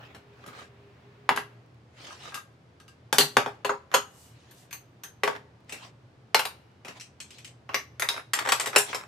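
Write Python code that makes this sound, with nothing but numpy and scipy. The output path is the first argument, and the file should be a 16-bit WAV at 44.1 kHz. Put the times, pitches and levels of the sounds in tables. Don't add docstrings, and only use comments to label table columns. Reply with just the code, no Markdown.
import sys
import numpy as np
from scipy import signal
from scipy.fft import rfft, irfft
from scipy.io import wavfile
from scipy.ndimage import uniform_filter1d

SR = 44100
rng = np.random.default_rng(int(sys.argv[2]) if len(sys.argv) > 2 else 0)


def pcm_store(signal):
    levels = np.round(np.clip(np.atleast_2d(signal), -1, 1) * 32767)
    wavfile.write(sys.argv[1], SR, levels.astype(np.int16).T)


N = 399987
SIZE = 16384
HZ = np.fft.rfftfreq(SIZE, 1 / SR)
T = np.arange(SIZE) / SR

# (frequency [Hz], full width [Hz], height before the ring level [dB])
BOWLS = [(938, 125, 9.6), (1640, 130, 6.1), (1990, 98, 5.8), (2750, 66, 3), (10900, 1400, 7),
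         (13328, 179, 7.6)]
BAKING_DISH = [(586, 17, 3.9), (874, 130, 9.1), (1170, 160, 9), (1579, 200, 6.7), (3630, 66, 5),
               (6075, 190, 6)]
PLATE_STACK = [(880, 35, 7), (1931, 48, 5.3), (3522, 319, 7.5), (4249, 130, 10), (4570, 430, 5)]
SMALL_POTS = [(899, 22, 11.4), (1139, 59, 7), (1640, 150, 7.2), (2010, 270, 4.5), (2635, 330, 6.6),
              (5140, 44, 6.7), (6100, 85, 4)]
SQUARE_DISH = [(1130, 40, 11.3), (1820, 145, 6.6), (2320, 280, 8.5), (2700, 250, 7.8), (5603, 710, 14.7),
               (12750, 110, 28)]
LIDS = [(2590, 480, 8.5), (5620, 900, 8), (7900, 1030, 8)]
RAMEKINS = [(513, 43, 5.4), (688, 68, 2.8), (880, 49.3, 8.2), (1021, 26, 6.7), (2180, 85, 5.8),
            (2820, 250, 5.8), (4456, 790, 3.3), (6050, 390, 4.2), (9030, 520, 11), (12700, 1000, 12.7)]
NESTED_BOWLS = [(531, 30, 9), (1000, 67, 6.7), (1300, 149, 6.6), (1580, 181, 3.7), (3030, 710, 5),
                (4300, 420, 7.1), (5200, 200, 4.2), (6676, 88, 24.6), (8500, 477, 11), (11600, 240, 20)]
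POT_RIM = [(1390, 67, 8), (2000, 220, 11.4), (6470, 248, 7.2), (10100, 530, 8.3), (12558, 659, 6.8)]
POT_LID = [(2210, 350, 5.9), (3850, 270, 10.5), (5288, 428, 7.5), (10471, 210, 15.4)]
DISH_ON_POT = [(520, 36, 5.7), (840, 29, 3.6), (1154, 45, 5), (1934, 81, 3.6), (7900, 1140, 9),
               (12300, 130, 8.2)]
DISH_ON_RAMEKINS = [(1013, 85, 5.7), (1290, 30, 6.2), (1676, 30, 4.3), (2520, 281, 6.5), (5500, 171, 14),
                    (7500, 240, 17), (9140, 1300, 10.4), (10760, 130, 11), (12500, 170, 14.6)]
LOOSE_LID = [(1730, 250, 7.7), (2520, 370, 4.1), (6370, 230, 8.4), (9400, 500, 7.8), (12030, 300, 18),
             (13550, 290, 26.5)]
RUNNERS = [(1230, 66, 22), (1606, 12, 23), (2740, 99, 7)]
# (frequency [Hz], relative level [dB])
SWISH_LOW = [(100, -35.5), (250, 2.5), (600, 4), (1500, 2), (2600, 0), (4500, -12), (9000, -28.5)]


def dishes():
    # (time [s], strength [dB], weight on the drawer [dB], hardness of contact [dB per octave])
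    blows = [(0.147, -5.5, 3.5, -7), (0.463, -18, 19, -1), (0.476, -12, 13, -4.5), (1.291, 26, -6.5, -11),
             (1.362, 2.5, 4, -4), (1.374, 15.5, -6.5, -10.5), (2.321, -7.5, -3, -8.5), (2.343, -4, -1, -1),
             (2.352, -3.5, -6, -3.5), (2.375, -7, -9, -15), (3.127, 11.5, 6, -2), (3.1834, 17, 2, -0.5),
             (3.188, 0, 22.5, 3.5), (3.199, 11.5, 3, -7), (3.209, 11, -1, -2), (3.3685, 25.5, 3.5, -7.5),
             (3.461, 10, 5, -10), (3.647, 7.5, 4.5, -9), (3.6929, 12, 2.5, -13.5), (3.94, 15.5, 2.5, -8),
             (3.944, 15, -3, -8), (5.2343, 15, 8, -6.5), (5.276, 15, 8, -9), (5.694, -9, 1, -5.5),
             (5.723, -8, 11.5, -2), (6.3453, 24, 0.5, -6.5), (6.393, 14, -5, -6), (6.4527, 8.5, -2, -6.5),
             (6.848, -8.5, 7.5, -5.5), (6.881, -5.5, 8, -5.5), (7.691, 4, 0.5, -13), (7.744, 12, 3, -6.5),
             (7.9967, 1, 5, -1.5), (8.0215, 12.5, -1.5, -6), (8.0882, 10, -11, -3.5), (8.101, 1, 5, -10),
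             (8.173, -10, 11, -4.5), (8.334, 15, -11, -4), (8.389, 13.5, -9.5, -6.5), (8.451, 9, -7, -10.5),
             (8.473, 11, 1, -9.5), (8.489, 17, -5.5, -6.5), (8.5205, 22.5, -8, -5.5),
             (8.598, 9, -3.5, -4.5), (8.609, 5.5, -2, -4.5), (8.659, 8, -8, -5), (8.67, 5.5, 8, -4.5),
             (8.7606, 23, 8.5, -5.5), (8.781, 1.5, -7, 0.5), (8.93, 11.5, -9, -13), (8.946, 7, 7.5, -5.5)]
    # (time [s], strength [dB])
    taps = [(2.8, -19), (2.88, -17.5), (4.51, -21.5), (4.709, -16), (4.728, -6.5), (5.035, -8),
            (6.998, -13), (7.009, -12), (7.202, -6), (7.305, -16), (7.384, -14.5), (7.446, -11),
            (7.474, -21)]
    # (frequency [Hz], relative level [dB])
    tap_colour = [(200, -18), (500, -16.5), (1200, -5.5), (3200, -3), (7000, -6), (10000, -11),
                  (14000, -16.5)]
    out = np.zeros((2, N))
    for s, strength_db, weight_db, hardness_db in blows:
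        _, _, thump_db, _, _ = in_hand(s)
        add(out, s, blow(s, strength_db, force(weight_db, hardness_db, thump_db)))
    for s, strength_db in taps:
        add(out, s, blow(s, strength_db, read(tap_colour, HZ)))
    return out


def blow(s, strength_db, colour_db, rise_s=0.0002, swell_s=0.00047, crack_low_hz=420,
         lag=1.0, lean_db=2.0, vary_db=6.0):
    # (frequency [Hz], full width [Hz], height before the drawer ring level [dB])
    drawer = [(150, 13, 6), (255, 41, 3), (408.8, 11, 15.5), (521, 22, 3.5), (670, 11, 0), (793, 33, 8),
              (945, 20, 7.5), (1137, 36, 6), (1365, 5.6, 1.5), (1550, 20, 2.5)]
    # (frequency [Hz], relative level [dB])
    contact = [(40, -30), (90, -22.5), (130, -7), (195, -10), (260, -5), (350, -10.5), (420, -5.5),
               (650, -4), (1000, -3.5), (2000, 2), (4000, 2), (7000, 0.5), (13000, -0.5), (14500, -11.5),
               (16000, -23)]
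    boom_db, boom_fall, lightest_db = 2.5, 0.24, -4
    dish, ring_db, _, drawer_db, crack_s = in_hand(s)

    burst = np.exp(-T / crack_s) * (1 - np.exp(-T / rise_s))
    crack_noise = noise(SIZE, [(300, 1.0), (1100, 0.83), (3000, 1.0)], lag=lag)
    crack = flattened(crack_noise * burst, size=110)
    quick = (1j * HZ / (crack_low_hz + 1j * HZ)) ** 2

    tail = flattened(boom() * (1 - np.exp(-T / swell_s)), size=40)
    share = amp(boom_db - boom_fall * max(strength_db, lightest_db))
    mixed = (quick * crack + share * tail) / np.hypot(abs(quick), share)
    z = flattened(irfft(mixed), size=110)

    favoured_db = vary_db * rng.uniform(-1, 1, (len(dish), 1))
    resonance = np.sqrt(1 + peaks(drawer, drawer_db) + peaks(dish, ring_db + favoured_db))
    strength = amp(strength_db + colour_db + read(contact, HZ))
    lean = amp(np.outer([.5, -.5], lean_db * read([(550, 0.2), (1000, 1.0)], HZ)))
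    return irfft(z * causal(strength * resonance * spot()) * lean)


def in_hand(s):
    # (from [s], resonances, ring [dB], thump [dB], drawer ring [dB], crack [s])
    handled = [(0, RUNNERS, -28, 5, -13, 0.0071), (1, BOWLS, -2, -3, -1.5, 0.0024),
               (1.9, RUNNERS, -2.5, -5, 2.5, 0.0037), (3, BAKING_DISH, 1.5, -0.5, -2, 0.0025),
               (3.17, PLATE_STACK, -0.5, -3, 4, 0.0027), (3.3, BAKING_DISH, -3.5, -5, -3, 0.0025),
               (3.6, NESTED_BOWLS, 4, -8, 3.5, 0.0089), (4.4, LOOSE_LID, 1, -19.5, 12, 0.0062),
               (5.15, SMALL_POTS, -1, -18, 1, 0.0045), (5.6, LIDS, 2.5, -0.5, -5, 0.0062),
               (6.2, RAMEKINS, -2, -18, -1, 0.0046), (6.7, LIDS, -1, 4, -3.5, 0.0068),
               (7.6, SQUARE_DISH, 0, -9.5, -5.5, 0.0047), (7.95, POT_RIM, -1, -17, -3.5, 0.0037),
               (8.08, POT_LID, -2, -12, -0.5, 0.0011), (8.3, DISH_ON_POT, -0.5, -10, -2, 0.0052),
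               (8.72, DISH_ON_RAMEKINS, 0, -15.5, -6, 0.0058)]
    return [row[1:] for row in handled if row[0] <= s][-1]


def force(weight_db, hardness_db, thump_db):
    thump_hz, knock_hz, clack_hz, tick_hz = 202, 484, 1130, 10400
    knock = read([(knock_hz, 1), (clack_hz, 0)], HZ)
    thump = read([(thump_hz, 1), (knock_hz, 0)], HZ)
    octaves = np.log2(np.clip(HZ, clack_hz, tick_hz) / clack_hz)
    return weight_db * knock + thump_db * thump + hardness_db * octaves


def boom(late_db=-28, late_t60=0.75, air_hz=22000):
    # (frequency [Hz], t60 [s])
    early_t60 = [(150, 0.25), (400, 0.11), (1100, 0.21), (3000, 0.2), (7000, 0.21), (13000, 0.16)]
    hz, t, z = signal.stft(noise(SIZE), SR, nperseg=256)
    hz = hz[:, None]
    early = amp(-60 * t / read(early_t60, hz))
    late = amp(late_db - 60 * t / late_t60 * (1 + hz / air_hz))
    return signal.istft(z * np.hypot(early, late), SR, nperseg=256)[1][:, :SIZE]


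def peaks(modes, db=0):
    hz, width, height_db = np.transpose(modes)[:, :, None]
    return (amp(height_db + db) ** 2 / (1 + (2 * (HZ - hz) / width) ** 2)).sum(0)


def spot(patchy_db=4.5, fine_db=2.0, full_hz=3500):
    clusters, singles = rng.standard_normal((2, len(HZ)))
    clusters = evened(uniform_filter1d(uniform_filter1d(clusters, size=130), size=60))
    singles = evened(uniform_filter1d(uniform_filter1d(singles, size=12), size=8))
    pattern_db = patchy_db * np.clip(clusters, -2.5, 1.2) + fine_db * singles
    gain = amp(np.minimum(HZ / full_hz, 1) * pattern_db)
    return gain / np.sqrt(uniform_filter1d(gain ** 2, size=700))


def flattened(x, size):
    z = rfft(x)
    power = uniform_filter1d((abs(z) ** 2).mean(0), size=size)
    return z * causal(1 / np.sqrt(abs(power)))


def causal(gain):
    log_gain = np.log(np.r_[gain, gain[-2:0:-1]] + 1e-9)
    return np.exp(np.conj(signal.hilbert(log_gain)))[:len(gain)]


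def steel_bowl():
    # (time [s], peak level [dB])
    shakes = [(3.37, -70), (3.94, -65), (6.345, -68)]
    steel_hz, steel_t60_s = 2900, 2.2
    t = np.arange(N) / SR
    out = np.zeros((2, N))
    for s, db in shakes:
        cycles = steel_hz * t + .5 * rng.random((2, 1))
        add(out, s, amp(db - 60 * t / steel_t60_s) * np.sin(2 * np.pi * cycles))
    return out


def scrapes(wet_db=-15, grip_s=0.0097, ring_s=0.0023, dish_db=-5, count=8):
    # (from [s], to [s], level [dB])
    drags = [(0.435, 0.487, -48), (0.503, 0.556, -51), (0.566, 0.631, -49), (2.06, 2.132, -49),
             (2.222, 2.305, -48.5), (3.903, 3.979, -37.5), (5.299, 5.373, -43), (6.846, 6.926, -50),
             (7.706, 7.74, -47), (8.131, 8.205, -38.5), (8.35, 8.435, -38), (8.44, 8.49, -33.5),
             (8.583, 8.685, -39.5), (8.725, 8.77, -33), (8.955, 9.044, -47)]
    # (frequency [Hz], relative level [dB])
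    grit = [(120, -37), (300, -2.5), (520, 3.5), (1000, 6), (1900, 3), (3200, -7), (8000, -23),
            (13000, -27), (15500, -37)]
    slips_per_s, slip_spread_db = 260, 6
    out = np.zeros((2, N))
    points = []
    for _ in range(count):
        knock = noise(SIZE) * np.exp(-T / ring_s) + amp(wet_db) * boom()
        points.append(rfft(knock) * causal(amp(read(grit, HZ)) * spot()))
    for start, end, db in drags:
        length = end - start
        slips = (rng.random(SIZE) < slips_per_s / SR) * (T < length) * rng.choice([-1, 1], SIZE)
        slips = slips * amp(slip_spread_db * np.minimum(rng.exponential(1, SIZE), 2.5))
        slips = slips * (1 - np.exp(-T / grip_s))
        where = rng.integers(0, count, SIZE)
        grind = sum(rfft(slips * (where == k)) * point for k, point in enumerate(points))
        sound = irfft(grind * causal(np.sqrt(3.0 + peaks(in_hand(start)[0], dish_db))))
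        add(out, start, amp(db) * evened(sound) * np.sqrt(length * SR / SIZE))
    return out


def clothes():
    # (middle [s], half length [s], swish level [dB], hiss level [dB])
    rustles = [(0.01, 0.09, -50.5, -82), (0.467, 0.079, -54.5, -68.5), (0.603, 0.037, -48.5, -52.5),
               (2.083, 0.066, -49, -49), (2.269, 0.046, -50, -48.5), (4.488, 0.17, -66, -64),
               (5.741, 0.031, -48, -56), (5.84, 0.036, -50, -52.5), (6.974, 0.014, -50.5, -55.5),
               (7.355, 0.051, -67, -56.5), (8.902, 0.026, -41.5, -42.5)]
    # (frequency [Hz], relative level [dB])
    swish_high = [(1200, -18), (3000, -2), (6000, -7.5), (9000, -17), (14000, -36), (16000, -45)]
    middle, half, swish_db, hiss_db = np.transpose(rustles)
    swish = strokes(middle, half, swish_db) * cloth(SWISH_LOW)
    hiss = strokes(middle, half, hiss_db) * cloth(swish_high)
    return swish + hiss


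def cloth(colour, patchy_db=3.5, flicker_db=1.5):
    z = signal.stft(noise(N, colour=colour), SR, nperseg=512)[2]
    patches = uniform_filter1d(rng.standard_normal(z.shape[1:]), size=5, axis=0)
    patches = evened(uniform_filter1d(patches, size=7, axis=1))
    flicker = rng.standard_normal(z.shape[2])
    z = z * amp(patchy_db * patches + flicker_db * flicker)
    return evened(signal.istft(z, SR, nperseg=512)[1][:, :N])


def fingers():
    # (middle [s], half length [s], level [dB])
    slides = [(4.22, 0.068, -57.5), (4.598, 0.041, -60.5)]
    # (frequency [Hz], relative level [dB])
    skin = [(2000, -14.5), (4500, -5.5), (8000, -1.5), (11000, -8.5), (14000, -8), (15500, -35)]
    return strokes(*np.transpose(slides)) * noise(N, colour=skin)


def strokes(middle, half, db):
    from_middle = (np.arange(N)[:, None] / SR - middle) / half
    return np.exp(-np.minimum(from_middle ** 2 / 2, 20)) @ amp(db)


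def kitchen(still_db=-58, hum_db=-60, low_hum_db=-70):
    # (frequency [Hz], relative level [dB])
    still = [(25, -30), (50, -20), (62, -17), (85, -6), (125, -3), (190, -9), (400, -12), (1000, -19),
             (2500, -27), (5000, -34), (10000, -48), (16000, -60)]
    tone_db, rush_db, tone_end_s, tone_fade_db_per_s = -62, -63.5, 1.5, 60
    fade = amp(-tone_fade_db_per_s * np.maximum(np.arange(N) / SR - tone_end_s, 0))
    tone = amp(tone_db) * waver(hz=407.0, width_hz=3.7)
    rush = amp(rush_db) * noise(N, colour=SWISH_LOW)
    hum = amp(hum_db) * waver(hz=119.6, width_hz=6.9)
    low_hum = amp(low_hum_db) * waver(hz=81, width_hz=1.8)
    return amp(still_db) * noise(N, colour=still) + hum + low_hum + fade * (tone + rush)


def waver(hz, width_hz):
    f = np.fft.rfftfreq(N, 1 / SR)
    return evened(irfft(rfft(rng.standard_normal(N)) / (1 + ((f - hz) / width_hz) ** 2), N))


def noise(size, likeness=None, colour=((1, 0), (2, 0)), lag=0):
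    # (frequency [Hz], correlation [0-1])
    diffuse = [(60, 0.98), (150, 0.95), (330, 0.86), (640, 0.48), (1400, 0.046), (15000, 0.36)]
    hz = np.fft.rfftfreq(size, 1 / SR)
    left, other = rfft(rng.standard_normal((2, size)))
    same = np.clip(read(diffuse if likeness is None else likeness, hz), -1, 1)
    right = same * left + np.sqrt(1 - same ** 2) * other
    right = right * np.exp(-2j * np.pi * hz * lag / SR)
    return evened(irfft(np.array([left, right]) * amp(read(colour, hz)), size))


def amp(db):
    return 10 ** (np.asarray(db) / 20)


def evened(x):
    return x / np.sqrt(np.mean(x ** 2) + 1e-20)


def read(points, hz):
    f, value = np.transpose(points)
    return np.interp(np.log(hz + 1), np.log(f + 1), value)


def add(mix, s, sound):
    part = mix[:, max(round(s * SR), 0):][:, :sound.shape[1]]
    part += sound[:, :part.shape[1]]


def scene():
    return dishes() + steel_bowl() + scrapes() + clothes() + fingers() + kitchen()


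def record(dry, ceiling=0.99, edge_hz=16200):
    rounded = ceiling * np.tanh(dry / ceiling)
    low_pass = signal.firwin(511, edge_hz, window=("kaiser", 9), fs=SR)
    return signal.oaconvolve(rounded, low_pass[None], "same")


dry = scene()
out = record(dry)
pcm_store(out)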